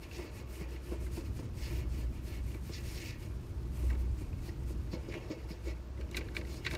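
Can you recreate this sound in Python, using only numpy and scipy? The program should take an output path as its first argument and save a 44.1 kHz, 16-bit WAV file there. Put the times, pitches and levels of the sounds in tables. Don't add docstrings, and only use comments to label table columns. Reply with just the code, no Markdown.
import sys
import numpy as np
from scipy import signal
from scipy.fft import rfft, irfft, next_fast_len
from scipy.io import wavfile

SR = 44100
rng = np.random.default_rng(int(sys.argv[2]) if len(sys.argv) > 2 else 0)


def volts(x):
    e = np.asarray(x, float) / 20
    return 10 ** e


def bounce(signal):
    frames = np.transpose(np.atleast_2d(signal))
    limited = np.clip(frames, -1, 1)
    pcm = np.round(limited * 32767).astype(np.int16)
    wavfile.write(sys.argv[1], SR, pcm)


N = 298557
MODE_FLICKER_DB = 1.5


def rms_one(x):
    return x / np.sqrt(np.mean(x ** 2) + 1e-20)


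def in_time(rows):
    s, *columns = np.transpose(rows)
    return [np.interp(np.arange(N) / SR, s, c) for c in columns]


def coloured(x, spectrum):
    hz, level_db = np.transpose(spectrum)
    size = next_fast_len(N)
    bins_hz = np.arange(1, size // 2 + 2) * SR / size
    gain = volts(np.interp(np.log(bins_hz), np.log(hz), level_db))
    return rms_one(irfft(rfft(x, size) * gain, size)[:N])


def high_pass(x, hz):
    return signal.sosfilt(signal.butter(4, hz, "high", fs=SR, output="sos"), x)


def drift(rate):
    r = np.exp(-2 * np.pi * rate / SR)
    noise = rng.standard_normal(N + SR)
    return rms_one(signal.lfilter([1], [1, -2 * r, r * r], noise)[SR:])


def resonance(x, hz, width_hz):
    r = np.exp(-np.pi * width_hz / SR)
    top = np.array([1, 0, -1]) * (1 - r * r) / 2
    return signal.lfilter(top, [1, -2 * r * np.cos(2 * np.pi * hz / SR), r * r], x)


def body(x, modes, flicker_db=0.0):
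    out = np.zeros(N)
    for k, (hz, width_hz, db) in enumerate(modes):
        out += (-1) ** k * volts(db + flicker_db * drift(13.0)) * resonance(x, hz, width_hz)
    return out


def grains(per_s, spread_db):
    sizes = volts(spread_db * np.minimum(rng.exponential(1, N), 5)) * rng.choice([-1, 1], N)
    return rms_one(sizes * (rng.random(N) < per_s / SR)) + 1e-9


def bursts(times, peaks, t60, rise_s):
    out, t = np.zeros(N), np.arange(int(.15 * SR)) / SR
    for at, peak, fall in np.broadcast((times * SR).astype(int), peaks, t60):
        shape = peak * (1 - np.exp(-t / rise_s)) * volts(-60 * t / fall)
        out[at:at + len(t)] += shape[:N - at]
    return out + 1e-12


def each_at_pitch(times, peaks, t60, drive, pitches_hz, width_hz):
    out, t = np.zeros(N), np.arange(int(.1 * SR)) / SR
    for at, peak, fall, hz in zip((times * SR).astype(int), peaks, t60, pitches_hz):
        part = drive[at:at + len(t)] * (peak * volts(-60 * t / fall))[:N - at]
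        out[at:at + len(t)] += resonance(resonance(part, hz, width_hz), hz, 0.75 * width_hz)
    return out


# t/s, rumble level/dB, drone over rumble/dB
TRAFFIC = [(0.0, -51.5, 5), (0.32, -48, 0.5), (0.7, -53, 6), (1.15, -44, 2.5), (1.41, -40, -11),
           (1.55, -43, 2), (1.92, -40, 3), (2.13, -43, -3), (2.4, -43, 2), (3.05, -45.5, -6),
           (4.05, -41.5, 9), (4.4, -43, -7.5), (4.8, -41.5, 5.5), (5.2, -48.5, -8), (5.68, -50, 11.5),
           (5.84, -50, 1.5), (6.01, -47, 5.5), (6.77, -44, 1)]
# f/Hz, level/dB per Hz
RUMBLE = [(12, -20), (20, -2.5), (44, -6.5), (59, -1), (70, -3.5), (118, -6), (157, -16), (236, -19),
          (300, -21), (390, -25), (660, -120)]
DRONE_HZ, DRONE_WIDTH_HZ = 62.12, 4.1


def traffic():
    rumble_db, share_db = in_time(TRAFFIC)
    noise = rng.standard_normal(N + SR)
    drone = resonance(noise, DRONE_HZ, DRONE_WIDTH_HZ)
    drone = resonance(drone, DRONE_HZ, 1.45 * DRONE_WIDTH_HZ)[SR:]
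    rumble = coloured(rng.standard_normal(N), RUMBLE)
    return volts(rumble_db + share_db) * rms_one(drone) + volts(rumble_db + 2.5) * rumble


# f/Hz, level/dB per Hz
AIR = [(88, -49), (150, 3.5), (217, -7.5), (327, -6.5), (785, -15.5), (917, -14), (1610, -18.5),
       (2430, -32), (3250, -25.5), (6810, -32), (10500, -54), (12500, -70), (15700, -62)]


def garden_air():
    return volts(-58.5) * coloured(rng.standard_normal(N), AIR)


TURN_S, SPEED_POWER = 0.075, 2.34


def strokes(rows, levels_db, builds_db=0.0, lag_s=0.0015):
    out = np.zeros(N + SR)
    for (start, length, *_), db in zip(rows, levels_db):
        t = np.arange(0, length, 1 / SR)
        to_turn = np.minimum(t, length - t) / min(TURN_S, length / 2)
        speed = np.sin(np.pi / 2 * np.clip(to_turn, 0, 1))
        at = int(start * SR)
        out[at:at + len(t)] += speed ** SPEED_POWER * volts(db + builds_db * (2 * t / length - 1.5))
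    r = np.exp(-1 / (lag_s * SR))
    return signal.lfilter([1 - r], [1, -r], out[:N])


# t/s, length/s, wax hiss
# level/dB, grit level/dB, upper ring over grit/dB
STROKES = [(0.0, 0.062, -72, -54, -2.5), (0.076, 0.23, -65.5, -58, -0.5),
           (0.285, 0.17, -65.5, -62.5, -2), (0.451, 0.22, -62, -63, -7), (0.657, 0.13, -67.5, -61, -3),
           (0.796, 0.19, -67.5, -62.5, -1), (0.977, 0.13, -65, -69, -5), (1.082, 0.16, -60, -60.5, 4),
           (1.217, 0.082, -66, -67, 2), (1.314, 0.13, -66.5, -63, 1), (1.417, 0.061, -72.5, -70, 0),
           (1.522, 0.33, -61, -58.5, -1.5), (1.868, 0.21, -66, -64, 0), (2.084, 0.13, -78, -62, -6),
           (2.201, 0.21, -64.5, -59.5, -1), (2.409, 0.19, -68.5, -63, -8),
           (2.599, 0.26, -64, -64.5, 1), (2.796, 0.34, -60.5, -58, 5), (3.152, 0.15, -68.5, -65, -1),
           (3.7, 0.27, -66, -71.5, -9), (3.957, 0.095, -70, -78, 0), (4.15, 0.11, -67, -75, -9),
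                 (4.385, 0.15, -66.5, -65.5, 6), (4.648, 0.1, -65, -72, 11), (4.893, 0.076, -70, -55.5, 6),
                 (5.078, 0.11, -85, -46.5, -11), (5.27, 0.073, -72, -57, 3.5), (5.465, 0.081, -68, -61, 6),
                 (5.611, 0.12, -66.5, -54.5, 2), (5.99, 0.032, -73, -54, -5), (6.108, 0.045, -77, -50, -6),
                 (6.141, 0.063, -56, -47.5, -3), (6.335, 0.07, -60, -56, 2),
                 (6.437, 0.18, -65, -67.5, 11.5), (6.617, 0.078, -68, -45.5, -4),
                 (6.674, 0.092, -59, -49.5, -2)]
# t/s, length/s, grit level/dB, upper ring over grit/dB
RELIEF = [
    (0.086, 0.13, -61.5, 6),
    (0.573, 0.08, -60, -6),
    (1.568, 0.15, -61.5, 6),
    (2.695, 0.1, -54, 7.5),
    (2.94, 0.24, -56.5, -4),
    (5.071, 0.04, -64, 5),
]
# t/s, glide level on the paper/dB, weight level on the lid/dB
HAND = [(0, -71, -51.5), (0.5, -77.5, -51.5), (1.0, -70.5, -52), (1.45, -73.5, -55), (2.0, -72.5, -55),
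        (2.7, -70, -61), (3.4, -71.5, -53.5), (3.9, -72, -51), (4.4, -70, -52.5), (4.85, -71.5, -51),
        (5.2, -72.5, -44.5), (5.55, -73.5, -50), (5.9, -75.5, -54), (6.25, -72, -46), (6.77, -70, -51.5)]
GRIT_LAG_S, GRIT_BUILDS_DB = 0.026, 1.5
DRUM_LAG_S, DRUM_FOLLOWS, DRUM_DB = 0.029, 0.53, -51
REST_GRIT_DB, REST_RING_DB = -18.5, -2


def hand():
    rows = STROKES
    _, _, hiss_db, grit_db, ring_db = np.transpose(rows)
    _, _, rough_db, rough_ring_db = np.transpose(RELIEF)
    glide_db, weight_db = in_time(HAND)
    rest_db = weight_db + REST_GRIT_DB

    hiss = strokes(rows, hiss_db) + volts(glide_db)
    grit_level = strokes(rows, grit_db, GRIT_BUILDS_DB, GRIT_LAG_S) + volts(rest_db)
    grit_level += strokes(RELIEF, rough_db, lag_s=GRIT_LAG_S)
    ring = strokes(rows, grit_db + ring_db, GRIT_BUILDS_DB, 0.5 * GRIT_LAG_S) + volts(rest_db + REST_RING_DB)
    ring += strokes(RELIEF, rough_db + rough_ring_db, lag_s=0.005)
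    stroke_drum_db = DRUM_DB + DRUM_FOLLOWS * (grit_db - grit_db.mean())
    drum = strokes(rows, stroke_drum_db, GRIT_BUILDS_DB, DRUM_LAG_S) + volts(weight_db)
    return 20 * np.log10([hiss, grit_level, ring, drum])


# f/Hz, level/dB per Hz
HISS = [(800, -16), (1300, -10), (2500, -0.5), (3300, -9), (4600, -6.5), (7000, -6.5), (9200, -5.5),
        (10500, -11), (12000, -7.5), (14500, -12), (15700, -7), (16000, -51)]


def wax_hiss(hiss_db):
    fine = coloured(grains(12000 * volts(2.0 * drift(80)), spread_db=0.5), HISS)
    middle, top = high_pass(fine, 6800), high_pass(fine, 10300)
    fine = fine + (volts(1.5 * drift(22)) - 1) * middle + (volts(2.6 * drift(10)) - 1) * top
    return volts(hiss_db + 2.0) * fine


# f/Hz, width/Hz, level/dB
PAPER_LOWER = [(1730, 35, 1), (1957, 100, 1), (2200, 33, 7), (2410, 58, 3), (2620, 89, 3),
               (2883, 310, -2.5)]
# f/Hz, width/Hz, level/dB
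PAPER_UPPER = [(3270, 240, -12), (3530, 92, 0.5), (3790, 120, -3.5), (4210, 170, 1.5), (4680, 135, 1.5),
               (4920, 320, -6), (5020, 113, 3), (5460, 240, -2), (6840, 720, -9.5)]


def grit(grit_db, ring_db):
    slips = grains(4000 * volts(3.0 * drift(40)), spread_db=1.5)
    lower = rms_one(high_pass(body(slips, PAPER_LOWER, MODE_FLICKER_DB), 1330))
    upper = rms_one(high_pass(body(slips, PAPER_UPPER, MODE_FLICKER_DB), 3570))
    return volts(grit_db - 0.5) * lower + volts(ring_db - 3.5) * upper


# t/s, peak level/dB, edge level/dB, thump level/dB
KNOCKS = [(0.189, -36.5, -6, -8), (0.611, -37, -13, -2), (0.761, -53, -25, -21), (0.915, -29.5, -9.5, -14),
          (0.938, -48, -5, -24), (1.172, -32, -14, -2.5), (1.39, -33.5, -24, -4), (1.43, -37.5, -18, -12),
          (1.474, -61, -15, -21), (1.703, -40, -2.5, -21), (1.982, -38, -13, -21), (2.543, -44, -12, -6),
          (2.692, -35.5, -29, -8), (3.829, -42, -34, -3), (3.908, -40, -1, -12), (3.937, -40, -10, -8),
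          (4.209, -38.5, -26, -16), (4.478, -41, -13, -3), (4.7, -39.5, -28, -8), (0.71, -47, -15, -15),
          (1.011, -35.5, -19, -15), (2.298, -45, -5, -6)]
# t/s, peak level/dB, edge level/dB, thump level/dB
RIM_KNOCKS = [(4.93, -30.5, -16, -5.5), (5.08, -34, -18, -9), (5.138, -35, -4, -2.5),
              (5.296, -30.5, -29, -13), (5.503, -38.5, -26, 0), (5.665, -34, -12, -35),
              (5.985, -37.5, -18, -14), (6.145, -38, -14, -2), (6.184, -42, -11, 1.5),
              (6.368, -36, -22, -9), (6.729, -38, 3.5, 0)]
# f/Hz, width/Hz, level/dB
LID = [(263, 42, -9.5), (313, 28.2, 0.5), (347.6, 29, 2), (431, 31, -5.5), (475, 24.4, -6), (548, 20, -9),
       (621, 23, -7.5), (747.4, 13, -13.5), (882, 71, -15), (1107, 130, -16.5), (1363, 300, -21)]
# f/Hz, width/Hz, level/dB
RIM = [(202, 30, 0), (501, 51, 0.5), (630, 40, -12)]
RATTLE_T60_S, RIM_T60_S = 0.1, 0.25


def lid(drum_db):
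    s, peak_db, edge_db, thump_db = np.transpose([*KNOCKS, *RIM_KNOCKS])
    drumming = rms_one(body(grains(2000, spread_db=2.5), LID, MODE_FLICKER_DB))
    rattle = grains(3000, spread_db=1.8)

    strike = volts(9.5) * bursts(s, volts(peak_db), 0.005, 0.001)
    shake = bursts(s, volts(peak_db), RATTLE_T60_S, 0.0069) * rattle
    low = body(strike + shake, LID[:6], MODE_FLICKER_DB)
    edge = body(bursts(s, volts(peak_db + edge_db), RATTLE_T60_S, 0.011) * rattle, LID[6:], MODE_FLICKER_DB)

    thump_peak = volts(peak_db + thump_db)
    push = volts(-12.0) * bursts(s, thump_peak, 0.0094, 0.0017)
    thump = resonance(push + bursts(s, thump_peak, 0.33 * RATTLE_T60_S, 0.00094) * rattle, 165, 55)

    near = len(KNOCKS)
    rim = body(bursts(s[near:], volts(peak_db[near:]), RIM_T60_S, 0.011) * rattle, RIM)
    knocks = volts(18.0) * low + volts(31.0) * edge + volts(30.0) * thump + volts(12) * rim
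    soft = signal.butter(2, 1500, fs=SR, output="sos")
    return signal.sosfilt(soft, volts(drum_db - 5.5) * drumming + knocks)


# f/Hz, width/Hz, level/dB
SNAP_LOW = [(1090, 200, -16.5), (1570, 62, -5), (2016, 114, -7), (2240, 94, -2), (2320, 250, -9.5),
            (2800, 290, -14.5)]
# f/Hz, width/Hz, level/dB
SNAP_HIGH = [(3420, 210, -1.5), (3840, 390, 2), (4440, 270, -0.5), (4600, 290, -4)]


def paper_cracks(rows):
    s, peak_db, pitch_hz, bright_db, t60, ring_db = np.transpose(rows)
    crackle = grains(6000, spread_db=2.5)
    low = body(bursts(s, volts(peak_db), t60, 0.0016) * crackle, SNAP_LOW)
    high = body(bursts(s, volts(peak_db + ring_db), t60, 0.00036) * crackle, SNAP_HIGH)
    pitched = each_at_pitch(s, volts(peak_db), t60, crackle, pitch_hz, 306)
    tick = bursts(s, volts(peak_db + bright_db), 0.75 * t60, 0.00033) * crackle
    tick = resonance(high_pass(tick, 4500), 5600, 6300)
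    out = volts(15.5) * high_pass(low, 990) + volts(12.5) * high_pass(high, 3400)
    return out + volts(12.0) * pitched + volts(6.0) * tick


# t/s, peak level/dB, pitch f/Hz
CATCHES = [(0.112, -41.5, 2620), (0.76, -45.5, 2190), (1.0627, -42, 2200), (2.542, -42.5, 2340),
           (2.731, -49, 1870), (3.9001, -34.5, 1890), (3.9255, -43, 1890), (3.9494, -43, 1710),
           (3.9975, -53, 2160), (4.3271, -51.5, 2480), (4.489, -45, 1920), (4.9307, -46, 2170),
           (5.1228, -38, 2230), (5.139, -32.5, 2220), (5.504, -45, 2180), (5.9745, -48, 2030),
           (6.01, -40.5, 2290)]
CATCH_BRIGHT_DB, CATCH_T60_S, CATCH_RING_DB = -22, 0.032, -16


def catches():
    return paper_cracks([(*row, CATCH_BRIGHT_DB, CATCH_T60_S, CATCH_RING_DB) for row in CATCHES])


# t/s, peak level/dB, pitch f/Hz, brightness level/dB, crackle t60/s
SNAPS = [(6.112, -43.5, 2810, -2, 0.023), (6.144, -28, 2220, -34, 0.044), (6.1672, -29.5, 2375, -11, 0.063),
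         (6.209, -36.5, 2260, -40, 0.032), (6.2845, -40.5, 1620, -34, 0.036),
         (6.348, -38.5, 1550, -16, 0.042), (6.3656, -24, 2280, -27, 0.028), (6.412, -36, 2090, -27, 0.021),
         (6.4487, -46, 2000, -28, 0.035), (6.472, -51, 2640, -14, 0.035), (6.499, -51, 2690, -7, 0.029),
         (6.5394, -48, 2110, -9, 0.03), (6.6465, -38, 2050, -21, 0.14), (6.663, -20, 2350, -29.5, 0.046),
         (6.7103, -29.5, 2240, -23, 0.032), (6.734, -34, 2150, -14, 0.031), (6.7494, -27, 2200, -17, 0.026)]
SNAP_RING_DB, RING_FOLLOWS = -3.5, 0.25


def snaps():
    return paper_cracks([(*row, SNAP_RING_DB + RING_FOLLOWS * row[3]) for row in SNAPS])


def scene():
    hiss_db, grit_db, ring_db, drum_db = hand()
    far = traffic() + garden_air()
    rubbing = wax_hiss(hiss_db) + grit(grit_db, ring_db) + lid(drum_db)
    return (far + rubbing + catches() + snaps())[None]


def band_limit(x):
    return signal.sosfilt(signal.butter(12, 15890, fs=SR, output="sos"), x)


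def record(dry):
    top_cut = signal.cheby2(10, 50, 16400, fs=SR, output="sos")
    heard = signal.sosfilt(top_cut, high_pass(dry, 35.0))
    return band_limit(heard)


dry = scene()
out = record(dry)
bounce(out)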